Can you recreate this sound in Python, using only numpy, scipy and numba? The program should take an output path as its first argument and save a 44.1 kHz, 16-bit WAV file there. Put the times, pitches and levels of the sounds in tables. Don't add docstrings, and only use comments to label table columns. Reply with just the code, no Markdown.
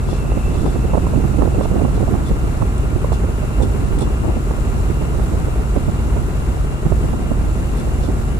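import sys
import numpy as np
from scipy import signal
from scipy.fft import rfft, irfft, next_fast_len
from scipy.io import wavfile
from scipy.ndimage import uniform_filter1d
from numba import njit

SR = 44100
rng = np.random.default_rng(int(sys.argv[2]) if len(sys.argv) > 2 else 0)


def pcm_store(signal):
    levels = np.round(np.clip(np.atleast_2d(signal), -1, 1) * 32767)
    wavfile.write(sys.argv[1], SR, levels.astype(np.int16).T)


N = 369999
TIME = np.arange(N) / SR

# multiple_of_cycle_rate, level_db
FIRST_DIESEL_TONES = [(8, -24), (9, -30), (11, -26), (12, -39), (13, -32), (14, -43), (15, -30), (20, -45),
                      (21, -42), (22, -41), (23, -33), (24, -37), (25, -38), (26, -44)]
SECOND_DIESEL_TONES = [(8, -26), (9, -28.5), (10, -66), (13, -33), (16, -40)]
GENERATOR_TONES = [(6, -41), (9, -36), (12, -36), (18, -44.5), (21, -46), (27, -47), (30, -47), (32, -49),
                   (33, -49), (44, -53), (57, -55), (66, -58), (72, -59), (89, -58.5), (101, -61),
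                   (113, -61)]
# pitch_hz, level_db_per_hz
DIESEL_KNOCK_SPECTRUM = [(100, -78), (170, -54), (260, -55.5), (380, -59), (500, -66), (800, -70.5),
                         (1400, -79), (2200, -82), (5000, -105)]
GENERATOR_KNOCK_SPECTRUM = [(130, -93), (240, -64), (380, -59), (520, -63.5), (900, -68.5), (1150, -67.5),
                            (1400, -66), (1800, -84.5), (2400, -84.5), (3300, -94.5), (7000, -105)]
WAKE_SPECTRUM = [(60, -52), (300, -70.5), (800, -67.5), (2000, -78), (3200, -90), (6000, -84.5),
                 (15000, -87)]
WIND_RUMBLE_SPECTRUM = [(3, -70), (10, -45), (32, -39.5), (60, -44.5), (120, -48), (200, -51), (400, -88),
                        (1000, -110)]
# time_s, gain_db
GENERATOR_LOUDNESS = [(0, -2), (1.5, -0.5), (5.5, -1), (7, -1.8), (8.39, -2.8)]
# time_s, pitch_hz, level_db
WHINE_COURSE = [(0, 2680, -51), (0.18, 2696, -47), (0.52, 2688, -45), (0.68, 2692, -52),
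                (0.97, 2700, -48.5), (1.5, 2712, -49), (2.6, 2735, -49), (3.1, 2730, -46.5),
                (3.7, 2744, -48), (8.39, 2746, -49.5)]
# width_hz, gain_db
WHINE_NOISE_BANDS = [(130, -5.5), (620, -5)]
# full_strength_s, hold_s, rise_db, port (0 left, 1 right)
WIND_GUSTS = [(0.915, 0.19, 7, 1), (1.414, 0.68, 7.5, 1), (3.418, 0.57, 3.5, 1), (4.253, 0.12, 10.5, 0),
              (4.85, 0.49, 3, 1)]
# peak_s, sputter_db, length_s, core_s, thud_db, port
HARD_EDDIES = [(0.089, -19.5, 0.012, 0.00059, -16, 0), (0.13, -14.5, 0.0067, 0.00072, -19, 1),
               (0.321, -14, 0.006, 0.00068, -19, 1), (0.375, -10.5, 0.0076, 0.00095, -13, 1),
               (0.646, -15.5, 0.004, 0.00057, -20, 1), (0.662, -15, 0.0088, 0.00042, -15, 0),
               (0.681, -10, 0.0095, 0.001, -28, 1), (0.759, -15.5, 0.012, 0.00079, -11, 1),
               (0.853, -15.5, 0.0086, 0.00082, -11, 1), (0.938, -9.5, 0.0053, 0.00053, -17, 1),
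               (0.945, -11.5, 0.0036, 0.00049, -18, 1), (0.954, -9, 0.0044, 0.00057, -17, 1),
               (0.977, -6.5, 0.008, 0.00062, -30, 1), (1.07, -12.5, 0.0058, 0.00054, -29, 1),
               (1.139, -15, 0.014, 0.00067, -15.5, 1), (1.175, -4, 0.0065, 0.0012, -8, 1),
               (1.246, -19, 0.0098, 0.00047, -8.5, 1), (1.393, -13.5, 0.019, 0.00071, -13, 1),
               (1.421, -7.5, 0.0036, 0.0004, -25, 1), (1.433, -10, 0.0081, 0.00064, -15, 1),
               (1.457, -11.5, 0.009, 0.00079, -24, 1), (1.477, -13, 0.0074, 0.0007, -12, 1),
               (1.551, -17, 0.015, 0.00073, -18, 1), (1.589, -13.5, 0.017, 0.00085, -13, 1),
               (1.611, -12.5, 0.0095, 0.00062, -22, 1), (1.657, -14, 0.008, 0.00055, -21, 1),
               (1.764, -11.5, 0.0098, 0.00076, -13, 1), (1.796, -13, 0.016, 0.00091, -17, 1),
               (1.818, -9, 0.011, 0.00081, -13, 1), (1.851, -12.5, 0.0087, 0.00055, -7, 1),
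               (1.98, -11, 0.005, 0.0008, -14, 1), (2.008, -13.5, 0.0074, 0.0011, -14, 1),
               (2.031, -11, 0.016, 0.00096, -11, 1), (2.085, -14.5, 0.017, 0.00068, -11, 1),
               (2.123, -11, 0.005, 0.0011, -16, 1), (2.141, -13, 0.0051, 0.00061, -14, 1),
               (2.154, -14, 0.005, 0.00056, -27, 1), (2.313, -14, 0.007, 0.00082, -8.5, 1),
               (2.444, -11, 0.0026, 0.00091, -18, 1), (2.622, -14.5, 0.0068, 0.00045, -9.5, 1),
               (2.962, -15, 0.0064, 0.0012, -9, 1), (3.047, -8, 0.0025, 0.00057, -25, 1),
               (3.121, -12, 0.0055, 0.00061, -23, 1), (3.13, -15, 0.0055, 0.00042, -13, 1),
               (3.242, -17, 0.012, 0.00088, -20, 1), (3.438, -17, 0.014, 0.00075, -17, 1),
               (3.605, -9.5, 0.007, 0.00083, -18, 1), (3.619, -13, 0.0087, 0.00071, -17, 1),
               (3.635, -17, 0.0065, 0.00076, -12, 1), (3.811, -12, 0.0059, 0.0016, -16, 1),
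               (4.024, -15.5, 0.025, 0.0007, -20, 1), (4.075, -20, 0.0072, 0.00047, -28, 0),
               (4.247, -23, 0.032, 0.00045, -13, 0), (4.293, -18.5, 0.026, 0.00066, -14, 0),
               (4.37, -17, 0.0086, 0.00084, -14, 1), (4.512, -13.5, 0.0055, 0.00052, -27, 1),
               (4.908, -15, 0.0087, 0.0012, -14, 1), (5.02, -16.5, 0.015, 0.00078, -25, 1),
               (5.197, -20, 0.006, 0.00046, -22, 1), (5.337, -16, 0.01, 0.0009, -18, 1),
               (5.486, -15, 0.0055, 0.00078, -23, 1), (5.768, -9.5, 0.01, 0.00072, -7.5, 1),
               (5.887, -17, 0.0098, 0.00069, -7.5, 1), (6.169, -17.5, 0.01, 0.00053, -18, 1),
               (6.864, -12, 0.0089, 0.00072, -9, 1), (6.923, -8.5, 0.0051, 0.0006, -8, 1),
               (7.043, -21, 0.0076, 0.0011, -11, 0), (7.137, -13.5, 0.012, 0.00078, -25, 1),
               (7.317, -5.5, 0.0046, 0.00082, -13.5, 1), (7.875, -17.5, 0.0074, 0.00077, -20, 1),
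               (8.094, -17.5, 0.028, 0.00085, -21, 1)]
# peak_s, level_db, length_s
CLOTH_RUSTLES = [(0.13, -46, 0.083), (0.635, -50.5, 0.19), (1.64, -48, 0.03), (1.96, -49, 0.025),
                 (2.277, -47, 0.036), (3.14, -44.5, 0.027), (3.636, -44, 0.021), (4.025, -45, 0.041),
                 (7.797, -47, 0.021), (8.048, -47, 0.046)]
# start_s, level_db
TICK_TAPS = [(0.580, -43), (0.699, -43.5), (1.622, -44), (2.779, -40), (3.125, -43), (3.622, -36),
             (3.987, -36), (4.008, -36), (4.019, -43), (7.772, -44)]
# pitch_hz, gain_db
TURBULENCE_FILTER = [(8, -30), (30, -13), (120, 4), (250, 3.5), (500, -4.5), (1000, -10), (3000, -28)]
THUD_FILTER = [(8, -34), (25, -15), (50, -3), (110, 0.5), (220, -8.5), (450, -18), (1500, -95)]
SPUTTER_FILTER = [(150, -1.5), (400, -1), (750, 1), (1100, -0.5), (1700, -6), (5000, 0)]
CLOTH_FILTER = [(1500, -25), (3000, 0), (3330, 0), (3500, 14.5), (3680, -3), (4000, 5), (4900, 6),
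                (5700, 7), (7000, -1), (8400, -1), (10000, 2), (15000, -19)]
TICK_FILTER = [(2000, -25), (3100, -8), (3500, 7), (3900, -7), (5200, 0), (7000, -6), (8400, 8), (9800, 4),
               (11000, -6), (15000, -22)]
# pitch_hz, left_gain_db, right_gain_db
PORT_RESONANCES = [(1730, -0.5, -0.5), (2760, 4, 1), (3900, 6.5, 4.5), (4940, 1, -2), (6460, 2.5, -4),
                   (7380, 9, -3), (8680, 3, -0.5), (9940, -6.5, 3.5), (10950, -3.5, 5), (12400, -29, -1.5),
                   (15000, -13, -7)]

BREEZE_DB = [-34.5, -28.5]


def amp(db):
    return 10 ** (np.asarray(db) / 20)


def curves(table):
    times, *columns = np.transpose(table)
    return [np.interp(TIME, times, column) for column in columns]


def unit(x):
    return x / np.sqrt(np.mean(x ** 2) + 1e-18)


def colour(x, spectrum):
    hz, db = np.transpose(spectrum)
    size = next_fast_len(N)
    bin_hz = np.maximum(np.arange(size // 2 + 1) * SR / size, 1)
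    gain = amp(np.interp(np.log(bin_hz), np.log(hz), db))
    return irfft(rfft(x, size) * gain, size)[..., :N]


def shape_noise(x, spectrum):
    return colour(unit(x), spectrum) * np.sqrt(SR / 2)


def wander(rate_hz):
    step = max(int(SR / rate_hz), 2)
    held = np.repeat(rng.standard_normal(N // step + 2), step)
    return unit(uniform_filter1d(uniform_filter1d(held, step), step)[:N])


def from_right(x, lag_s):
    return np.array([np.interp(TIME - lag_s, TIME, x), x])


def on_deck(paths, direct_share, lag_s):
    return np.sqrt(direct_share) * from_right(paths[0], lag_s) + np.sqrt(1 - direct_share) * paths[1:]


def swell(noise, peak_s, db, length_s):
    out, length_s = np.zeros(N), max(length_s, 0.002)
    a, b = np.clip([int((peak_s - 2 * length_s) * SR), int((peak_s + 2 * length_s) * SR)], 0, N)
    bell = np.exp(-2 * ((TIME[a:b] - peak_s) / length_s) ** 2)
    out[a:b] = amp(db) * unit(noise[a:b] * bell) * np.sqrt(np.mean(bell ** 2))
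    return out


def crankshaft(cycle_hz, drift_s, shake_s):
    return cycle_hz * (TIME + drift_s * wander(1.2) + shake_s * wander(70))


def exhaust(cycles, tones, gain_db, waver_db):
    hum = np.zeros(N)
    for multiple, level_db in tones:
        loudness = amp(level_db + waver_db * wander(2.067))
        hum += loudness * np.sin(2 * np.pi * (multiple * cycles + rng.random()))
    return from_right(np.sqrt(2) * amp(gain_db) * hum, lag_s=0.0003)


def knocks(cycles, spectrum, count, ring_gaps, uneven_db, gas_noise, direct_share, lag_s):
    cycle_samples = int(N / (cycles[-1] - cycles[0]))
    place = cycles % 1
    ringing = rng.standard_normal((3, SR))[:, (place * cycle_samples).astype(int)]
    strength = amp(uneven_db * rng.standard_normal(count))[(place * count).astype(int) % count]
    decay = np.exp(-(place * count % 1) / ring_gaps)
    paths = strength * decay * (ringing + gas_noise * rng.standard_normal((3, N)))
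    return shape_noise(on_deck(paths, direct_share, lag_s), spectrum)


def main_diesels():
    first = crankshaft(cycle_hz=5.512, drift_s=0.0003, shake_s=0.00008)
    second = crankshaft(cycle_hz=6.502, drift_s=0.00042, shake_s=0.00008)
    throb = exhaust(first, FIRST_DIESEL_TONES, gain_db=0.5, waver_db=0.47)
    throb += exhaust(second, SECOND_DIESEL_TONES, gain_db=0.5, waver_db=0.6)
    return throb + knocks(first, DIESEL_KNOCK_SPECTRUM, count=8, ring_gaps=2, uneven_db=2.5,
                          gas_noise=0.66, direct_share=0.87, lag_s=0.0001)


def generator():
    cycles = crankshaft(cycle_hz=12.29, drift_s=0.00025, shake_s=0.00007)
    hum = exhaust(cycles, GENERATOR_TONES, gain_db=2.5, waver_db=2.5)
    clatter = knocks(cycles, GENERATOR_KNOCK_SPECTRUM, count=12, ring_gaps=0.96, uneven_db=0,
                     gas_noise=0.38, direct_share=0.55, lag_s=0.00026)
    return amp(curves(GENERATOR_LOUDNESS)[0]) * (hum + clatter)


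def turbocharger(flutter_db=1.2, wander_hz=22, turn_s=2.5):
    pitch_hz, level_db = curves(WHINE_COURSE)
    phase = 2 * np.pi * np.cumsum(pitch_hz + wander_hz * wander(12)) / SR
    paths = np.zeros((3, N))
    for path in paths:
        for width_hz, gain_db in WHINE_NOISE_BANDS:
            path += amp(gain_db) * (wander(width_hz) * np.cos(phase) + wander(width_hz) * np.sin(phase))
    lag_s = np.interp(TIME, [0, turn_s], [0.00041, 0.000183])
    return amp(level_db + flutter_db * wander(16)) * on_deck(paths, direct_share=0.7, lag_s=lag_s)


def wake(swell_db=0.48, fizz_db=0.5):
    foam = rng.standard_normal((2, N)) * amp(swell_db * wander(6) + fizz_db * wander(300))
    return shape_noise(foam, WAKE_SPECTRUM)


def wind_strength(build_s=0.32, fade_s=0.16):
    wind_db = np.outer(BREEZE_DB, np.ones(N))
    for full_s, hold_s, rise_db, port in WIND_GUSTS:
        corners_s = [full_s - build_s, full_s, full_s + hold_s, full_s + hold_s + fade_s]
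        wind_db[port] += rise_db * np.interp(TIME, corners_s, [0, 1, 1, 0])
    return wind_db


@njit
def lowpass(x, cutoff_hz):
    out, band_state, low_state = np.empty(len(x)), 0., 0.
    for i in range(len(x)):
        step = np.tan(np.pi * cutoff_hz[i] / SR)
        band = (band_state + step * (x[i] - low_state)) / (1 + step * (step + 1.4))
        out[i] = low_state + step * band
        band_state, low_state = 2 * band - band_state, 2 * out[i] - low_state
    return out


def turbulence(level_db, flutter_db, brighten=0.34):
    gust_db = level_db + flutter_db * np.tanh((wander(22) + wander(90)) / 2)
    cutoff_hz = np.clip(480 * amp(brighten * (gust_db + 20)), 60, 900)
    air = unit(colour(rng.standard_normal(N), TURBULENCE_FILTER))
    return amp(gust_db) * lowpass(air, cutoff_hz)


def wind(wind_db, shelter_db=-5, rumble_follow=0.56, surge_db=2, unrest_db=2):
    left_db, right_db = wind_db[0], wind_db[1] + unrest_db * wander(6)
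    left_rumble_db = shelter_db + surge_db * wander(16)
    right_rumble_db = rumble_follow * (right_db - right_db.mean()) + surge_db * wander(12)
    rumble = shape_noise(rng.standard_normal((2, N)), WIND_RUMBLE_SPECTRUM)
    tumbling = np.array([turbulence(left_db, flutter_db=9), turbulence(right_db, flutter_db=5.5)])
    return amp([left_rumble_db, right_rumble_db]) * rumble + tumbling


def stray_eddies(wind_db, port, per_second=5, over_breeze_db=3.5, gust_follow=0.86, core_s=0.00069):
    gap, strength, size = rng.random((100, 3)).T
    times_s = np.cumsum(2 * gap) / per_second
    gust_db = np.interp(times_s, TIME, wind_db[port]) - BREEZE_DB[port]
    chance_db = 2 * strength - 1
    levels_db = BREEZE_DB[port] + over_breeze_db + gust_follow * gust_db + chance_db
    lengths_s = 0.0093 * (0.5 + size)
    return [(peak_s, db, length_s, core_s, db, port)
            for peak_s, db, length_s in zip(times_s, levels_db, lengths_s) if peak_s < TIME[-1]]


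def vortices(peak_s, db, length_s, core_s, gap_s=0.0025, core_spread=0.078, spread_db=2.5, count=13):
    shift, core, size, spin = rng.standard_normal((count, 4)).T
    offsets_s = gap_s * (np.arange(count) - count // 2 + np.tanh(shift) / 2)
    bell = np.exp(-2 * (offsets_s / max(length_s, gap_s)) ** 2)
    strength = np.sign(spin) * amp(spread_db * size) * bell
    cores_s = core_s * np.exp(core_spread * np.tanh(core))
    a, b = np.clip([int((peak_s - 0.04) * SR), int((peak_s + 0.04) * SR)], 0, N)
    distance = (TIME[a:b, None] - peak_s - offsets_s) / cores_s
    pressure = (distance / (1 + distance ** 2) ** 2) @ strength
    out = np.zeros(N)
    out[a:b] = amp(db) * unit(pressure) * np.sqrt(length_s * SR / (b - a))
    return out


def buffets(wind_db, thud_gain_db=-1.5, thud_s=0.022, leak=0.018):
    pressure = colour(rng.standard_normal((2, N)), THUD_FILTER)
    sputter, thuds = np.zeros((2, N)), np.zeros((2, N))
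    eddies = list(HARD_EDDIES) + stray_eddies(wind_db, port=0) + stray_eddies(wind_db, port=1)
    for peak_s, sputter_db, length_s, core_s, thud_db, port in eddies:
        sputter[port] += vortices(peak_s, sputter_db, length_s, core_s)
        thuds[port] += swell(pressure[port], peak_s, thud_db + thud_gain_db, thud_s)
    hits = colour(sputter, SPUTTER_FILTER) + thuds
    return hits + leak * hits[::-1]


def cloth(gain_db=1.5, grain_db=1.5):
    fibres = colour(rng.standard_normal((2, N)) * amp(grain_db * wander(250)), CLOTH_FILTER)
    out = np.zeros((2, N))
    for peak_s, level_db, length_s in CLOTH_RUSTLES:
        out += [swell(side, peak_s, level_db + gain_db, length_s) for side in fibres]
    return out


def ticks(decay_s=0.01):
    ring = colour(rng.standard_normal((2, N)), TICK_FILTER)
    taps = sum(amp(level_db) * (TIME >= start_s) * np.exp(-np.abs(TIME - start_s) / decay_s)
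               for start_s, level_db in TICK_TAPS)
    return taps * unit(ring)


def scene():
    wind_db = wind_strength()
    machinery = main_diesels() + generator() + turbocharger()
    return machinery + wake() + wind(wind_db) + buffets(wind_db) + cloth() + ticks()


def record(dry, top_hz=15100):
    ports = np.array(PORT_RESONANCES)
    heard = np.array([colour(dry[0], ports[:, [0, 1]]), colour(dry[1], ports[:, [0, 2]])])
    rounded = heard / (1 + heard ** 8) ** (1 / 8)
    treble_cut = signal.ellip(10, 0.1, 80, top_hz, fs=SR, output="sos")
    return signal.sosfilt(treble_cut, rounded)


dry = scene()
out = record(dry)
pcm_store(out)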